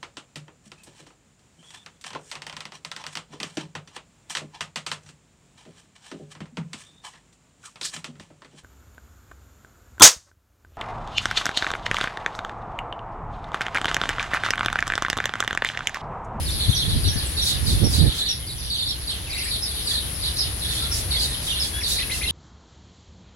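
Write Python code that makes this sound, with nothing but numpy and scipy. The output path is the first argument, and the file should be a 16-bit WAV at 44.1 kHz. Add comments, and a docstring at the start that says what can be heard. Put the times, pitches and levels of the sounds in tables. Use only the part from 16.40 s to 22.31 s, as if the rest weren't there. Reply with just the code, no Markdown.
"""Throughout, weaver birds chatter in a palm crown: runs of warbled cheeps that others join, pips and hissing rasps.
Until about 1.7 s wind buffets the microphone; then one of two insects drops in level, returning near 3 s.
A lower-voiced bird slurs and gurgles, and late on whistles and gives three arched calls; far birds whistle behind.
A distant engine rumbles under it all. Calls are wavering tones; rasps, wind and air are coloured noise."""
import sys
import numpy as np
from scipy import signal
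from scipy.fft import rfft, irfft, next_fast_len
from scipy.io import wavfile
from scipy.ndimage import uniform_filter1d

SR = 44100
rng = np.random.default_rng(int(sys.argv[2]) if len(sys.argv) > 2 else 0)


def transcribe(u):
    """Save the signal u as a 16-bit wav file named by the first command-line argument.

    u: samples, shape (n,) or (channels, n), limited to [-1, 1]; the rate is SR.
    q: integer samples, one column per channel.
    """
    v = np.clip(np.atleast_2d(u).T, -1, 1)
    q = np.round(v * 32767).astype(np.int16)
    wavfile.write(sys.argv[1], SR, q)


N = 260631
TIME = np.arange(N) / SR

# Bouts of cheeps, which near and deeper weavers share.
# Each row: start in seconds, length in seconds, middle pitch before warbling in Hz, base level in dB.
CHEEP_BOUTS = [(0.094, 0.088, 5900, -38), (0.188, 0.25, 4550, -27), (0.408, .14, 4510, -30.5),
               (0.625, 0.074, 4910, -28.5), (0.756, 0.055, 5430, -32), (0.959, 0.18, 4645, -25.5),
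               (1.255, 0.067, 4850, -26.5), (1.367, 0.052, 4360, -37), (1.523, 0.11, 5080, -25.5),
               (1.651, 0.088, 4510, -30.5), (1.772, .152, 4670, -26.3), (2.167, .11, 6300, -41),
               (2.292, 0.24, 4840, -27.5), (2.665, 0.054, 4840, -28), (2.96, 0.16, 5250, -36.5),
               (3.102, .07, 4760, -27.5), (3.248, .165, 4890, -35), (3.46, .135, 4936, -26),
               (3.814, 0.084, 4835, -28), (3.951, .098, 4980, -30), (4.21, 0.27, 4527, -30.5),
               (4.7, 0.17, 4956, -25.5), (4.902, 0.057, 4290, -33), (5.06, .078, 4050, -27),
               (5.146, 0.12, 4613, -30.5), (5.425, 0.19, 4760, -27), (5.866, 0.056, 4160, -26)]
# samples by which birds in the crown, and birds beside it, reach the left microphone sooner
PALM_LAG, ASIDE_LAG = 6, 2
PIP_S = 0.038  # length of a pip in seconds


def gain_of(db):
    """Turns decibels into an amplitude factor."""
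    return 10 ** (np.asarray(db) / 20)


def evened(x):
    """Scales a signal to an rms (average strength) of 1."""
    return x / np.sqrt(np.mean(x ** 2) + 1e-20)


def read(points, hz):
    """Reads a curve between its points, spaced by the logarithm of frequency."""
    f, value = np.transpose(points)
    return np.interp(np.log(hz + 1), np.log(f + 1), value)


def level(rows):
    """Draws a gain over the whole scene from rows of seconds and dB."""
    return gain_of(np.interp(TIME, *np.transpose(rows)))


def sides(left_db):
    """Gives left and right gains of equal total power for a level difference in dB."""
    return evened(gain_of([[left_db / 2], [-left_db / 2]]))


def add(mix, s, sound):
    """Adds a stereo sound at s seconds, cutting whatever falls outside the scene."""
    at = round(s * SR)
    sound = sound[:, max(-at, 0):]
    part = mix[:, max(at, 0):][:, :sound.shape[1]]
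    part += sound[:, :part.shape[1]]


def wander(length, hz):
    """Makes a smooth random curve of rms 1 that changes about hz times a second."""
    size = next_fast_len(length, True)
    white = rfft(rng.standard_normal(size))
    slow = white / (1 + (np.fft.rfftfreq(size, 1 / SR) / hz) ** 4)
    return evened(irfft(slow, size)[:length])


def noise(colour):
    """Makes stereo noise of a given colour, most alike in the two channels in the bass."""
    # Likeness of left and right. Each row: frequency in Hz, likeness from 0 to 1.
    likeness = [(60, 0.97), (290, 0.9), (640, 0.61), (1400, 0.0092), (16000, 0.21)]
    hz = np.fft.rfftfreq(N, 1 / SR)
    left, other = rfft(rng.standard_normal((2, N)))
    same = np.clip(read(likeness, hz), -1, 1)
    right = same * left + np.sqrt(1 - same ** 2) * other
    return evened(irfft(np.array([left, right]) * gain_of(read(colour, hz)), N))


def swell(s, length):
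    """Shapes a rounded burst that starts at s seconds."""
    progress = np.clip((TIME - s) / length, 0, 1)
    return np.sqrt(np.maximum(np.sin(np.pi * progress), 0))


def swell_in(sound, rise_s):
    """Lets a call open gradually over rise_s seconds."""
    return sound * np.minimum(np.arange(sound.shape[1]) / SR / rise_s, 1)


def echoes(t60, delay):
    """Makes a dying spray of reflections of energy 1 a channel, falling 60 dB in t60 seconds."""
    t = np.arange(int((t60 + delay) * SR) + 2) / SR
    taps = rng.standard_normal((len(t), 2)).T * gain_of(-60 * t / t60) * (t > delay)
    return taps / np.linalg.norm(taps, axis=1, keepdims=True)


def sing(hz, db, overtones_db, scattered, jitter, flutter=0.24, lag=PALM_LAG, fronds_t60=0.14, third_db=-7):
    """Sings a wavering tone with overtones, heard directly and scattered by the fronds."""
    count = len(hz)
    phase = 2 * np.pi * np.cumsum(hz * (1 + jitter * wander(count, 560))) / SR
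    # overtones too high for the sample rate are left out
    second = np.sin(2 * phase) * (2 * hz < SR / 2)
    third = np.sin(3 * phase) * (3 * hz < SR / 2)
    tone = np.sin(phase) + gain_of(overtones_db) * (second + gain_of(third_db) * third)
    tone = tone * np.exp(flutter * wander(count, 270))
    tone = evened(tone * signal.windows.tukey(count, .3))
    paths = np.sqrt(scattered) * echoes(fronds_t60, 0.0012)
    paths[[0, 1], [0, lag]] += np.sqrt(1 - scattered)  # the direct sound, later on the right
    heard = signal.fftconvolve(tone[None], paths, axes=1)
    heard *= np.linalg.norm(tone) / np.linalg.norm(heard, axis=1, keepdims=True)
    return gain_of(db) * heard


def note(hz, db, overtones_db, scattered, flutter=.55, jitter=0.034):
    """Sings from beside the palm: birds on open perches sound clean, hidden ones waver."""
    return sing(hz, db, overtones_db, scattered, jitter * scattered, flutter * scattered, lag=ASIDE_LAG)


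def contour(shape, length, top_hz):
    """Draws the pitch of a note that follows one of the named shapes, with its corners rounded."""
    # Pitch shapes by name. Each row: share of the note's length, factor on the given pitch.
    shapes = { "pip": [(0, 1), (.3, 0.98), (.65, 0.98), (1, 0.85)], "slur": [(0, 0.96), (.45, .88),
              (1, .81)], "dip": [(0, 1), (.3, .82), (.65, .78), (1, .93)], "twin": [(0, .8), (.2, 0.99),
              (.38, .8), (.58, .72), (.78, 0.96), (1, .66)], "arch": [(0, 0.37), (.28, .6), (.42, 0.87),
              (.52, 0.98), (.64, .94), (.77, 0.6), (1, 0.614)], "bow": [(0, .88), (.5, 0.96), (1, .91)],
              "level": [(0, 0.96), (1, 1)], "plunge": [(0, 1), (1, .55)], }
    pitch = np.interp(np.linspace(0, 1, int(length * SR)), *np.transpose(shapes[shape]))
    return top_hz * uniform_filter1d(pitch, size=200, mode="nearest")


def warble(length, top_hz, fall, rate, depth, last_drop=0.138):
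    """Draws a cheep's pitch: it rises to a first peak, swings while it sinks, and ends in a quick drop."""
    t = np.arange(int(length * SR)) / SR
    swing = abs(np.sin(np.pi * (rate * t - .3))) ** 1.5
    sinking = 1 - fall * t / length - last_drop * (t / length) ** 7
    return top_hz * (1 - depth * swing) * sinking


def weavers(cheep_db=1.0, pip_db=4.5, depth=.21):
    """The nearest weavers sing each bout as an even run of warbled cheeps.

    High pips that hold nearly level, then fall, ring out above."""
    # High pips, falling at the end. Each row: start in seconds, top pitch in Hz, level in dB before pip_db.
    pips = [(.345, 5880, -32), (.674, 5790, -34), (1.009, 5800, -32), (1.438, 5660, -31.5),
            (1.883, 5766, -29.5), (2.48, 5500, -37), (3.219, 5314, -31), (3.978, 5370, -26.5),
            (4.511, 5530, -30.5), (5.195, 5260, -28.5), (5.403, 5560, -39)]
    every_s, sung_share = .072, .97  # rough time from cheep to cheep, and the share of it that is sung
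    pitch_spread, level_spread_db = 0.03026, 0.8
    warbles_per_s, warble_spread = 34, 0.285  # the spreads of pitch and warbling are shares
    out = np.zeros((2, N))
    for start, span, middle_hz, db in CHEEP_BOUTS:
        count = max(round(span / every_s), 1)
        step = span / count
        for k, (high, quick, loud) in enumerate(rng.uniform(-1.012, 1, (count, 3))):
            top_hz = middle_hz * (1 + pitch_spread * high)
            rate = warbles_per_s * (1 + warble_spread * quick)
            hz = warble(step * sung_share, top_hz, fall=.085, rate=rate, depth=depth)
            call_db = db + cheep_db + level_spread_db * loud
            cheep = sing(hz, call_db, overtones_db=-21, scattered=.5, jitter=.022)
            add(out, start + k * step, swell_in(cheep, rise_s=0.013))
    for s, top_hz, db in pips:
        hz = contour("pip", PIP_S, top_hz)
        add(out, s, sing(hz, db + pip_db, overtones_db=-25, scattered=0.65, jitter=0.019))
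    return out * sides(left_db=-2.0)


def colony(count=150, db=-38.5, spread_db=3, answer_s=.015, idle_db=-4, low_hz=3950, high_hz=5600):
    """Fainter weavers deep in the crown warble: half join in with a near bout, the rest call at random."""
    out = np.zeros((2, N))
    for k, (when, size, high, quick, loud) in enumerate(rng.random((count, 5))):
        start, span = CHEEP_BOUTS[k % len(CHEEP_BOUTS)][:2]
        call_db = db + spread_db * (2 * loud - 1)
        if k < count / 2:
            s = start + answer_s + (span - 2 * answer_s) * when
        else:
            s = (2 * (k + when) / count - 1) * N / SR
            call_db += idle_db
        top_hz = low_hz + (high_hz - low_hz) * high
        hz = warble(0.044 + .04 * size, top_hz, fall=.1, rate=25 + 30 * quick, depth=0.25)
        add(out, s, sing(hz, call_db, overtones_db=-39, scattered=0.83, jitter=0.021))
    return out


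def far_pips(count=26, db=-43, spread_db=3, low_hz=5250, high_hz=6350):
    """Faint pips from the back of the crown are scattered through the chatter."""
    out = np.zeros((2, N))
    for k, (when, high, loud) in enumerate(rng.random((count, 3))):
        hz = contour("pip", PIP_S, low_hz + (high_hz - low_hz) * high)
        pip_db = db + spread_db * (2 * loud - 1)
        pip = sing(hz, pip_db, overtones_db=-30, scattered=0.55, jitter=0.019)
        add(out, (k + when) / count * N / SR, pip)
    return out


def rasps(grain=0.075):
    """Short dry hisses among the calls are bursts of coloured noise with a grainy level."""
    # Rasps. Each row: start in seconds, base level in dB.
    rasp_rows = [(1.033, -26.5), (1.255, -32), (1.495, -29.5), (1.73, -34.5), (3.467, -34.5), (4.3, -34),
                 (4.519, -28), (4.783, -31), (5.018, -34.5), (5.205, -34), (5.468, -26), (5.705, -32)]
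    # Colour of the hiss. Each row: frequency in Hz, relative level in dB.
    rasp_colour = [(1500, -13), (3000, -3), (5000, 6.5), (7500, 1.5), (10500, 2), (12500, -5), (15500, -10)]
    strength = sum(gain_of(db) * swell(s, length=.102) for s, db in rasp_rows)
    grains = evened(np.exp(grain * wander(N, 320)))
    return noise(rasp_colour) * strength * grains * sides(left_db=-2.5)


def low_bird(low_whistle_db=-4.5, plunge_db=-0.5, low_arch_db=-1.0):
    """The lower-voiced bird slurs, gurgles, whistles and gives arched calls.

    Its whistle and arched calls have a strong second harmonic over a voice an octave lower."""
    # Falling slurs. Each row: start in seconds, length in seconds, pitch before shaping in Hz, level in dB.
    slurs = [(1.628, 0.054, 1990, -46.5), (4.727, 0.053, 2414, -40), (4.872, .055, 2156, -45)]
    # Second harmonic of the arched calls. Each row: start in seconds, pitch before shaping in Hz, level in dB.
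    arches = [(5.578, 4250, -32), (5.69, 4400, -31), (5.806, 4465, -31)]
    out = np.zeros((2, N))
    gurgle = warble(.26, 2700, fall=0.024, rate=18, depth=.23, last_drop=0.0796)
    gurgle = gurgle * (1 + 0.047 * wander(len(gurgle), 67))
    add(out, 2.85, note(gurgle, db=-37, overtones_db=-14, scattered=0.85))
    for s, length, top_hz, db in slurs:
        add(out, s, note(contour("slur", length, top_hz), db, overtones_db=-12, scattered=0.29))

    # the nearly level whistle: its strong second harmonic, the voice an octave lower, then a plunge
    whistle_at_s, whistle_s, whistle_hz, whistle_db = 5.329, .082, 3450, -35.5
    whistle = contour("level", whistle_s, whistle_hz)
    plunge = contour("plunge", .024, whistle_hz * .86)
    add(out, whistle_at_s, note(whistle, whistle_db, overtones_db=-31, scattered=0.076))
    low_whistle = note(whistle / 2, whistle_db + low_whistle_db, overtones_db=-20, scattered=0.65)
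    add(out, whistle_at_s, low_whistle)
    plunge_call = note(plunge, whistle_db + plunge_db, overtones_db=-19, scattered=.3)
    add(out, whistle_at_s + whistle_s - .006, plunge_call)

    # in each arched call the voice roughly an octave lower is heard at the crest
    arch_s, crest_from, crest_share = .068, 0.27, 0.49  # the last two are shares of the call's length
    for s, top_hz, db in arches:
        crest = contour("bow", crest_share * arch_s, top_hz / 2)
        add(out, s, note(contour("arch", arch_s, top_hz), db, overtones_db=-22, scattered=0.53))
        low_arch = note(crest, db + low_arch_db, overtones_db=-3.5, scattered=.2)
        add(out, s + crest_from * arch_s, low_arch)
    return out


def other_birds():
    """Clean chirps with two pitch peaks come from an open perch; thin squeaks lie far above the chatter."""
    # Chirps. Each row: start in seconds, pitch before shaping in Hz, base level in dB.
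    chirps = [(0.052, 4800, -32), (2.065, 5100, -36.5), (2.896, 5040, -33)]
    # Squeaks. Each row: start in seconds, top pitch in Hz.
    squeaks = [(.848, 9900), (2.689, 10460), (3.022, 9970), (3.445, 10080), (4.878, 10300)]
    out = np.zeros((2, N))
    for s, top_hz, db in chirps:
        add(out, s, note(contour("twin", 0.08, top_hz), db, overtones_db=-10, scattered=0.18))
    for s, top_hz in squeaks:
        add(out, s, note(contour("dip", 0.036, top_hz), db=-36, overtones_db=-30, scattered=0.45))
    return out * sides(left_db=-0.5)


def far_birds(count=16, faint_db=-53.0, faint_s=0.158, low_hz=1700, high_hz=2180):
    """Soft whistles from far away bow up and down in pitch; fainter, nearly level ones come at random."""
    # Far whistles. Each row: start in seconds, length in seconds, pitch before shaping in Hz, level in dB.
    far_whistles = [(.24, 0.15, 1950, -56), (.707, .12, 1854, -44), (1.68, .14, 1452, -53),
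                    (3.473, 0.099, 1867, -44), (4.406, .12, 1475, -45.5)]
    out = np.zeros((2, N))
    for s, length, top_hz, db in far_whistles:
        add(out, s, note(contour("bow", length, top_hz), db, overtones_db=-17, scattered=0.72))
    for when, high in rng.random((count, 2)):
        hz = contour("level", faint_s, low_hz + (high_hz - low_hz) * high ** 2)
        add(out, when * N / SR, note(hz, faint_db, overtones_db=-40, scattered=0.67))
    return out


def buzzing_insect(db=-38.3, between=0.1, sharpness=3.2, tonal=.7, sweep_top_hz=11350, sweep_fall_hz=1150):
    """One insect buzzes in even pulses, each a tiny falling sweep mixed with noise."""
    # Colour of the buzz's noise. Each row: frequency in Hz, relative level in dB.
    buzz_colour = [(8000, -28.5), (9600, -17), (10300, -9), (10750, -2), (11200, -9.5), (11800, -21),
                   (13500, -25)]
    pulse_hz = 122.7 * (1 + 0.0029 * wander(N, 2.9))
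    turns = np.cumsum(pulse_hz) / SR
    pulses = evened(between + np.exp(sharpness * (np.cos(2 * np.pi * turns) - 1)))
    sweep_hz = sweep_top_hz - sweep_fall_hz * (1 + np.sin(2 * np.pi * turns)) / 2
    drift = 3 * np.array([wander(N, 60), wander(N, 60)])  # phase drifts apart in the two channels
    sweeps = evened(np.sin(2 * np.pi * np.cumsum(sweep_hz) / SR + drift))
    carrier = np.sqrt(tonal) * sweeps + np.sqrt(1 - tonal) * noise(buzz_colour)
    return gain_of(db) * carrier * pulses * sides(left_db=0.5)


def shrilling_insect(db=-34.2, pause_from_s=1.69, pause_to_s=2.98, pause_db=-10.5, pause_edge_s=.03):
    """Another insect shrills on the left as flickering noise; during its pause the same shrill drops by about
    10.5 dB."""
    # Colour of the shrill. Each row: frequency in Hz, relative level in dB.
    shrill_colour = [(7500, -21), (8800, 0.5), (9900, 8), (10600, 8.5), (11300, 6), (11800, -7.5),
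                     (13000, -9), (16000, -18)]
    inside_s = np.minimum(TIME - pause_from_s, pause_to_s - TIME)
    paused = np.clip(inside_s / pause_edge_s, 0, 1)
    flicker = gain_of(0.79 * wander(N, 10.4))
    return gain_of(db + pause_db * paused) * noise(shrill_colour) * flicker * sides(left_db=18)


def wind(eddy_db=3.0, eddy_hz=9, hard_db=-10, hard_shift=1.35):
    """Eddies hit each microphone port separately; the strongest sound higher and overload it softly."""
    # Strongest puffs. Each row: start in seconds, length in seconds, left and right strength in dB.
    puffs = [(0.279, 0.03, -12.5, -27), (.627, 0.088, -17.5, -42), (0.755, 0.024, -15.5, -38),
             (1.25, 0.084, -38, -23.5), (1.318, 0.05, -20, -39), (1.414, .07, -33, -8.5),
             (1.575, .132, -38, -11)]
    # Colour of the gentler wind. Each row: frequency in Hz, relative level in dB.
    puff_colour = [(20, -16), (45, 2), (80, 7.5), (160, -5.5), (300, -16), (600, -33.5), (1500, -61),
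                   (5000, -78)]
    # Breeze between the puffs, until it drops. Each row: time in seconds, base level in dB.
    breeze_rows = [(0, -30.5), (.35, -35.5), (.52, -22.5), (.88, -39.5), (1.27, -25.5), (1.68, -21.5),
                   (1.72, -43)]
    eddies = gain_of(eddy_db * np.array([wander(N, eddy_hz), wander(N, eddy_hz)]))
    strength = level(breeze_rows) * eddies * sides(left_db=-6.5)
    for s, length, left_db, right_db in puffs:
        strength = strength + gain_of([[left_db], [right_db]]) * swell(s, length)
    hard = np.clip(strength / gain_of(hard_db), 0, 1) ** 2
    hard_colour = [(hz * hard_shift, db) for hz, db in puff_colour]
    soft_noise = np.array([noise(puff_colour)[0], noise(puff_colour)[0]])  # separate in each channel
    pressure = strength * (np.sqrt(1 - hard) * soft_noise + np.sqrt(hard) * noise(hard_colour))
    return .85 * np.tanh(pressure / .85)


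def distant_engine(rumble_db=-1.03, hum_db=-7):
    """A distant engine rumbles as low noise, with a wavering hum at its firing rate."""
    # Colour of the rumble. Each row: frequency in Hz, relative level in dB.
    rumble_colour = [(20, -25), (52, -6), (65, -3), (78, -6), (140, -13.5), (220, -24.5), (450, -31.5),
                     (1500, -49)]
    # Strength of the engine. Each row: time in seconds, base level in dB.
    rumble_rows = [(0, -28.5), (2.4, -35.5), (3.5, -34.5), (4.6, -29.5), (5.2, -35), (5.9, -32)]
    hum_hz = 65.3 * (1 + .022 * wander(N, 2.72))
    hum = evened(np.sin(2 * np.pi * np.cumsum(hum_hz) / SR))
    return level(rumble_rows) * (gain_of(rumble_db) * noise(rumble_colour) + gain_of(hum_db) * hum)


def open_air(air_db=-0.45):
    """The soft wash of open air is coloured noise whose level wavers a little."""
    # Colour of the wash. Each row: frequency in Hz, relative level in dB.
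    air_colour = [(300, 3), (600, -1), (1200, -3), (1800, 0), (2500, -1), (4500, 1.5), (7000, -7.5),
                  (12000, -29), (15500, -29)]
    # Strength of the wash. Each row: time in seconds, base level in dB.
    air_rows = [(0, -35.5), (1.6, -34.5), (2.1, -42), (3.0, -37.5), (4.5, -34.5), (5.9, -35.5)]
    return level(air_rows) * noise(air_colour) * gain_of(air_db + .5 * wander(N, 16))


def scene(trees_db=-11):
    """Sets the birds, with a faint echo from the trees around, over insects, wind, engine and air."""
    birds = weavers() + colony() + far_pips() + rasps() + low_bird() + other_birds() + far_birds()
    trees = signal.fftconvolve(birds, echoes(t60=0.14, delay=0.026), axes=1)[:, :N]
    insects = buzzing_insect() + shrilling_insect()
    return birds + gain_of(trees_db) * trees + insects + wind() + distant_engine() + open_air()


def record(dry):
    """The recorder's band limit removes the treble above about 15900 Hz."""
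    low_pass = signal.firwin(511, 15900, window=("kaiser", 9), fs=SR)
    return signal.oaconvolve(dry, low_pass[None], "same", axes=1)


dry = scene()
out = record(dry)
transcribe(out)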